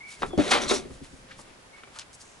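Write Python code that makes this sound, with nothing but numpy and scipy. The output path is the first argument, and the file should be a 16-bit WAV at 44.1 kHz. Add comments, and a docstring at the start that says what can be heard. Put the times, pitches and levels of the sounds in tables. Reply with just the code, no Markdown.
"""A thin wooden panel is pulled out of a wood and wire cage on a garden table.
Birds whistle over quiet air and clothes rustle. The panel knocks loose (0.2 s), bumps the frame (0.4 s)
and scrapes along its groove in two surges (0.5 s, 0.7 s) with small stick-slip squeaks, while the table
shudders. Freed, it wobbles in the air (0.8-1.2 s) as the wire mesh rings on. The birds call again and
the panel clicks as it is handled (2 s)."""
import sys
import numpy as np
from scipy import signal
from scipy.fft import rfft, irfft, next_fast_len
from scipy.io import wavfile
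from scipy.ndimage import map_coordinates

SR = 44100
rng = np.random.default_rng(int(sys.argv[2]) if len(sys.argv) > 2 else 0)


def transcribe(u):
    """Save the signal u as a 16-bit wav file named by the first command-line argument.

    u: samples, shape (n,) or (channels, n), limited to [-1, 1]; the rate is SR.
    q: integer samples, one column per channel.
    """
    v = np.clip(np.atleast_2d(u).T, -1, 1)
    q = np.round(v * 32767).astype(np.int16)
    wavfile.write(sys.argv[1], SR, q)


N = 105840
T = np.arange(N) / SR
RING_T = np.arange(SR // 2) / SR


def amp(db):
    """Decibels to gain."""
    return 10 ** (np.asarray(db) / 20)


def unit(x):
    """Scale to rms 1."""
    return x / np.sqrt(np.mean(x ** 2) + 1e-20)


def level(points):
    """Gain per sample from (time [s], level [dB]); -120 dB outside."""
    s, db = np.transpose(points)
    return amp(np.interp(T, s, db, left=-120, right=-120))


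def along(points, f):
    """(frequency [Hz], value) points read on a log axis."""
    hz, value = np.transpose(points)
    return np.interp(np.log(f + 1), np.log(hz), value)


def wobble(knots_per_s):
    """Smooth random curve."""
    return map_coordinates(rng.standard_normal(N), [T * knots_per_s], mode="wrap")


def tone(hz, drift, knots_per_s):
    """Sine whose pitch wanders by the fraction drift."""
    return np.sin(2 * np.pi * np.cumsum(hz * (1 + drift * wobble(knots_per_s))) / SR)


def filtered(x, response):
    """Apply a frequency response."""
    n = x.shape[-1]
    m = next_fast_len(n + 8192)
    return irfft(rfft(x, m) * response(np.fft.rfftfreq(m, 1 / SR)), m)[..., :n]


def coloured(x, spectrum):
    """Shape by (frequency [Hz], gain [dB]), at rms 1."""
    return unit(filtered(x, lambda f: amp(along(spectrum, f))))


def fade(t60_s):
    """Exponential decay."""
    return np.exp(-np.log(1000) * RING_T / t60_s)


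def ring(modes, pitch, attack_s):
    """Damped modes after one push."""
    partials = (amp(db) * np.sin(2 * np.pi * hz * pitch * RING_T) * fade(t60) for hz, db, t60 in modes)
    return sum(partials) * (1 - np.exp(-RING_T / attack_s))


def add(track, s, x):
    """Mix x into the track at time s."""
    part = track[max(round(s * SR), 0):][:len(x)]
    part += x[:len(part)]


def echo(x, t60_s):
    """Two independent diffuse tails."""
    tail = rng.standard_normal((2, len(RING_T))) * fade(t60_s) * (RING_T > .002)
    return signal.fftconvolve(x[None], tail / np.linalg.norm(tail[0]), axes=1)[:, :N]


# Outdoor noise floor: (frequency [Hz], gain [dB])
AIR_SPECTRUM = [(15, -33), (25, -2.5), (118, -2), (319, -4), (635, -4.5), (1260, -7), (2000, -9.5),
                (2160, -10), (3410, -14), (4180, -15), (11000, -21), (14300, -112), (22000, -120)]
def garden_air():
    """Steady wide noise, centred in the bass."""
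    mid, side = coloured(rng.standard_normal((2, N)), AIR_SPECTRUM)
    side = amp(.5) * filtered(side, lambda f: f / (f + 200))
    return amp(-55.5 + .13 * wobble(2.9)) * (mid + np.array([side, -side]))


# Hum partials: (frequency [Hz], rms level [dB])
HUM_PARTIALS = [(129, -73), (258, -75.5), (415, -76)]
def far_hum():
    """Faint low tones, drifting slightly."""
    return np.sqrt(2) * sum(amp(db + 1.1 * wobble(3.8)) * tone(hz, .0032, 8.63)
                            for hz, db in HUM_PARTIALS)


# Bird notes: (time [s], length [s], pitch [Hz], level [dB], glide [fraction of pitch])
BIRD_NOTES = [(.003, 0.023, 2164, -40.5, -0.02), (0.028, 0.027, 2270, -40.5, .01),
              (.055, 0.024, 2252, -42.5, 0.033), (0.082, 0.024, 2250, -40.5, 0.023),
              (.117, 0.022, 2280, -63, -0.0067), (0.166, 0.017, 2160, -53, -0.0096),
              (0.279, 0.094, 3350, -52, -0.087), (1.727, 0.042, 2195, -47.5, 0.0085),
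              (1.824, 0.04, 2294, -54.5, -0.027)]
def birds():
    """Arched whistles echoing in the trees."""
    out = np.zeros(N)
    for s, length_s, hz, db, glide in BIRD_NOTES:
        progress = np.clip((T - s) / length_s, 0, 1)
        arch = np.sin(np.pi * progress)
        bend = glide * (progress - .5) + .034 * (arch - arch[arch > .001].mean())
        out += amp(db + .5) * arch * tone(hz * (1 + bend), drift=.014, knots_per_s=300)
    return out + amp(-1) * echo(out, t60_s=.38)


# Table vibration: (time [s], level [dB])
SHUDDER_LEVEL = [(0, -103), (.2, -58), (.25, -40.5), (.36, -50), (.4, -53), (.5, -48), (.7, -46.5),
                 (.8, -50), (.95, -50.5), (1.1, -56), (1.45, -58.5), (1.7, -73.5), (2.4, -64)]
# Its spectrum: (frequency [Hz], gain [dB])
SHUDDER_SPECTRUM = [(15, 0.5), (32, -2), (55, 3), (90, -4), (160, -2.5), (300, -7), (1000, -74)]
def table_shudder():
    """The table rumbles under the cage."""
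    return level(SHUDDER_LEVEL) * coloured(rng.standard_normal(N), SHUDDER_SPECTRUM)


# Mesh ring: (time [s], rms level [dB])
MESH_LEVEL = [(.7, -83), (.85, -60), (1.1, -66.5), (1.35, -62), (1.7, -81)]
def wire_mesh(hz=528):
    """The mesh rings on at one pitch."""
    return level(MESH_LEVEL) * np.sqrt(2) * tone(hz, drift=.0032, knots_per_s=8.63)


# Hand and cloth strokes: (peak time [s], width [s], level [dB], band centre [Hz], spread [octaves])
STROKES = [(0.123, 0.028, -46, 5600, 1.46), (.21, 0.019, -50, 4000, 1.6), (.275, 0.019, -52, 6940, 1.2),
           (.94, 0.041, -57, 6300, 1.2), (1.052, .018, -50.5, 3350, 2.1), (1.15, 0.07, -62, 6500, 0.62),
           (1.315, 0.0069, -46, 1750, 0.39), (1.321, 0.024, -51, 2760, 0.88), (1.403, .02, -51, 7100, 1),
           (1.49, 0.035, -56.5, 1200, 1.6), (1.785, 0.014, -53.5, 1750, 1.14),
           (1.964, 0.021, -50.5, 3500, 1.3), (1.986, 0.029, -49.5, 1250, 0.48),
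           (2.01, 0.015, -45, 3460, .8), (2.146, 0.01, -49.5, 7460, 0.56),
           (2.217, 0.012, -49.5, 6540, 0.66), (2.275, 0.077, -59.5, 6800, 0.35)]
def brushes(grain_db=1.5):
    """Skin and cloth rub: grainy noise bands, tilted toward the bass."""
    out = np.zeros(N)
    for s, width_s, db, hz, octaves in STROKES:
        def band(f):
            return np.exp(-.5 * (np.log2((f + 1) / hz) / octaves) ** 2) / np.sqrt(1 + f / 1000)
        swish = unit(filtered(rng.standard_normal(N), band))
        out += amp(db) * swish * np.exp(-.5 * ((T - s) / width_s) ** 2)
    return out * unit(amp(grain_db * wobble(300)))


# Edge taps: (time [s], level [dB])
EDGE_TAPS = [(.378, -32.5), (.504, -26), (.741, -27), (1.9883, -24.5), (1.990, -34), (1.9943, -36),
             (1.9959, -27.5), (2.005, -39), (2.0125, -40), (2.132, -43)]
# Their spectrum: (frequency [Hz], gain [dB])
TAP_SPECTRUM = [(300, -9), (1500, -22), (4000, 5), (6500, 2.5), (8500, -2), (11000, -15)]
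def ticks():
    """Hard taps of the panel's edge: pulse, short crackle, faint tail."""
    out = np.zeros(N)
    for s, db in EDGE_TAPS:
        tap = rng.standard_normal(len(RING_T)) * (fade(.0019) + amp(-18) * fade(.054))
        tap[0] = amp(14)  # leading pulse
        add(out, s, amp(db) * tap)
    return filtered(out, lambda f: amp(along(TAP_SPECTRUM, f)))


# Panel flaps: (time [s], level [dB])
FLAPS = [(0.769, -38.5), (0.904, -37), (1.015, -35), (1.129, -40.5), (1.24, -53)]
# Bending modes: (frequency [Hz], gain [dB], t60 [s])
BENDING_MODES = [(73.5, 3, 0.082), (138, 5.5, 0.051), (272.5, 6.5, 0.069), (359, -6.5, 0.067)]
def panel_flaps():
    """The freed panel flexes to and fro, then settles."""
    out = np.zeros(N)
    for s, db in FLAPS:
        pitch = 1 + .03 * rng.standard_normal()
        add(out, s, amp(db) * ring(BENDING_MODES, pitch, attack_s=.0044))
    return out


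# Bumps on the frame: (time [s], level [dB], pitch [ratio], low cut [Hz])
FRAME_HITS = [(.333, -26, 1.14, 250), (0.3777, -14.5, 0.83, 130), (0.3881, -12, 1.015, 40),
              (.3981, -16.5, 1, 200), (.408, -20, 0.964, 200), (.716, -22, 1.35, 346)]
# Frame modes: (frequency [Hz], gain [dB], t60 [s])
FRAME_MODES = [(65, -17, 0.083), (133, -12, 0.065), (185.6, -18.5, 0.13), (228, -11, 0.14), (299, 1, 0.074),
               (363, -48, 0.048), (577, -6, 0.049), (643, -12.5, 0.086)]
def frame_bumps():
    """The bumped frame booms; light bumps carry less bass."""
    out = np.zeros(N)
    for s, db, pitch, low_cut_hz in FRAME_HITS:
        modes = [(hz, gain_db - 20 * np.log10(1 + (low_cut_hz / (hz * pitch)) ** 4), t60_s)
                 for hz, gain_db, t60_s in FRAME_MODES]
        add(out, s, amp(db + 3) * ring(modes, pitch, attack_s=.0013))
    return out


# Panel and cage modes: (frequency [Hz], gain over direct [dB], t60 [s])
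WOOD_MODES = [(398, -4, .1), (480, -2, .12), (729, -2, .12), (838, 0, .12), (1068, -1, .1), (1177, -1, .1),
              (1329, 2, .11), (1396, 1, .11), (1933, 1, .09), (2165, 1, .1), (2498, 1, .1), (3096, 1, .11),
              (3503, 1, .08), (3830, 1, .09)]
def through_wood(force):
    """A force heard directly and through the wood's resonances."""
    def response(f):
        return 1 + sum(amp(db) * 1j * f / (1j * f + (hz * hz - f * f) * t60_s * np.pi / np.log(1000))
                       for hz, db, t60_s in WOOD_MODES)
    return filtered(force, response)


# Knocks in the groove: (time [s], level [dB], high cut [Hz], noise t60 [s])
GROOVE_KNOCKS = [(0.2208, -25.5, 3250, .07), (0.2317, -20, 1360, 0.043), (.241, -33, 1460, 0.12),
                 (.263, -40, 4100, 0.033), (0.305, -37.5, 880, 0.058), (0.332, -32.5, 580, 0.064),
                 (.713, -16.5, 1400, 0.034), (.908, -43.5, 1110, 0.046), (1.39, -43.5, 1187, .11),
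                 (1.835, -39.5, 2800, 0.035), (1.874, -47.5, 1780, 0.041)]
# Contact spectrum: (frequency [Hz], gain [dB])
KNOCK_SPECTRUM = [(40, -31), (150, -8.5), (280, -1), (600, -4.5), (1100, 1.5), (3000, 0.5), (11000, -8)]
def knocks():
    """Short rattling contacts ring the wood."""
    force = np.zeros(N)
    for s, db, high_cut_hz, t60_s in GROOVE_KNOCKS:
        burst = coloured(rng.standard_normal(len(RING_T)), KNOCK_SPECTRUM)
        burst = filtered(burst, lambda f: 1 / (1 + (f / high_cut_hz) ** 3))
        add(force, s, amp(db) * unit(burst) * fade(t60_s))
    return amp(-2) * through_wood(force)


# Edge squeaks: (time [s], length [s], pitch [Hz], level [dB])
EDGE_SQUEAKS = [(.614, .016, 5850, -33), (0.622, 0.066, 3850, -48.5), (0.641, .012, 5850, -33.5),
                (0.68, .01, 4250, -27.5), (.692, 0.017, 4200, -26.5), (.693, 0.019, 3650, -27),
                (0.713, 0.088, 5750, -38.5)]
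def squeaks():
    """The edge sticks and slips at a rough high pitch."""
    out = np.zeros(N)
    for s, length_s, hz, db in EDGE_SQUEAKS:
        swell = np.sin(np.pi * np.clip((T - s) / length_s, 0, 1))
        out += amp(db + 1.5 * wobble(200)) * swell * tone(hz, drift=.0405, knots_per_s=900)
    return out


# Scrape envelopes, mid rasp / treble hiss / low frame groan: (time [s], level [dB])
RASP_LEVEL = [(0.376, -44), (0.389, -33.5), (.416, -32.5), (.45, -37), (.486, -32.5), (.503, -39.5),
              (0.515, -16.5), (.54, -20), (0.559, -22), (.585, -29), (.64, -36), (.686, -41), (.696, -29),
              (.715, -27.5), (0.762, -36.5), (.82, -53.5), (.88, -63)]
HISS_LEVEL = [(.38, -52), (.40, -47), (.5, -42.5), (.514, -24), (.535, -31.5), (.56, -39), (.606, -47),
              (.62, -38), (.675, -49.5), (0.692, -27.5), (.695, -33), (0.711, -29), (.73, -37.5),
              (.745, -31.5), (.792, -47), (.812, -57), (.86, -79)]
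GROAN_LEVEL = [(.17, -71), (0.241, -39.5), (.29, -52), (.37, -45.5), (.42, -38), (.47, -36), (.5, -40),
               (0.528, -31.5), (0.559, -31.5), (.61, -38), (.7, -41.5), (0.718, -29), (0.761, -37.5),
               (.82, -44.5), (.95, -54), (1.1, -68), (1.5, -66), (1.7, -83)]
# Their force spectra: (frequency [Hz], gain [dB])
RASP_SPECTRUM = [(300, -23), (600, -1.5), (850, -2.5), (1300, -1), (1700, -4.5), (2150, -3), (2900, -6.5),
                 (3800, -6.5), (4700, -14), (7000, -47)]
HISS_SPECTRUM = [(2000, -45), (3200, -8.5), (4000, 1), (4900, -3), (5800, 4.5), (7500, -1.5), (9300, -4.5),
                 (11200, -11.5)]
GROAN_SPECTRUM = [(60, -25), (160, -8.5), (230, 5), (300, 8), (400, -1), (500, 1), (640, -2.5),
                  (900, -23.5), (2000, -28)]
def scrape(slips_per_s=9000, spread_db=2.5, chatter_per_s=260, chatter_db=1.5):
    """Dense uneven slips of the edge in its groove excite the wood."""
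    slips = (rng.random(N) < slips_per_s / SR) * rng.choice([-1, 1], N)
    slips = slips * amp(spread_db * rng.standard_normal(N))
    slips *= amp(chatter_db * wobble(chatter_per_s))
    out = np.zeros(N)
    bands = (RASP_SPECTRUM, RASP_LEVEL), (HISS_SPECTRUM, HISS_LEVEL), (GROAN_SPECTRUM, GROAN_LEVEL)
    for spectrum, envelope in bands:
        force = coloured(slips, spectrum)
        out += through_wood(force * level(envelope)) / np.std(through_wood(force))
    return out


# Table and wall reflection: (frequency [Hz], gain [dB])
REFLECTION_SPECTRUM = [(60, -13), (170, -8.5), (320, -2), (550, -8), (1200, -17.5), (4000, -14), (9000, -8)]
# Boom position: (frequency [Hz], left boost and right cut [dB])
BOOM_PAN = [(60, 0), (100, 0.5), (170, 3), (300, -3), (600, 1.5)]
def scene(left_db=.5):
    """The cage stands slightly left; table and wall return a short echo."""
    wood = scrape() + knocks() + squeaks() + ticks() + brushes()
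    boom = filtered(frame_bumps() + panel_flaps(), lambda f: 1j * f / (45 + 1j * f))  # 45 Hz high-pass
    direct = wood * amp([[left_db], [-left_db]])
    direct += filtered(boom, lambda f: amp(along(BOOM_PAN, f) * [[1], [-1]]))
    tails = echo(wood + amp(1) * boom, t60_s=.045)
    mid, side = filtered(tails, lambda f: amp(along(REFLECTION_SPECTRUM, f)))
    reflection = amp(-3.5) * mid + np.array([side, -side])
    return direct + reflection + birds() + far_hum() + wire_mesh() + garden_air() + table_shudder()


# Phase between channels: (frequency [Hz], left lead [rad])
LEFT_LEAD = [(60, -0.59), (170, 0.24), (290, -0.98), (420, 0.66), (600, 0.93), (1500, 1.43), (3500, 0.76),
             (7000, 0.33), (11000, -0.15)]
def record(dry, top_hz=11170):
    """Left and right differ in phase; the treble ends at a steep band limit."""
    shifted = filtered(dry, lambda f: np.exp(.5j * along(LEFT_LEAD, f) * [[1], [-1]]))
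    return filtered(shifted, lambda f: 1 / (1 + (f / top_hz) ** 200))


dry = scene()
out = record(dry)
transcribe(out)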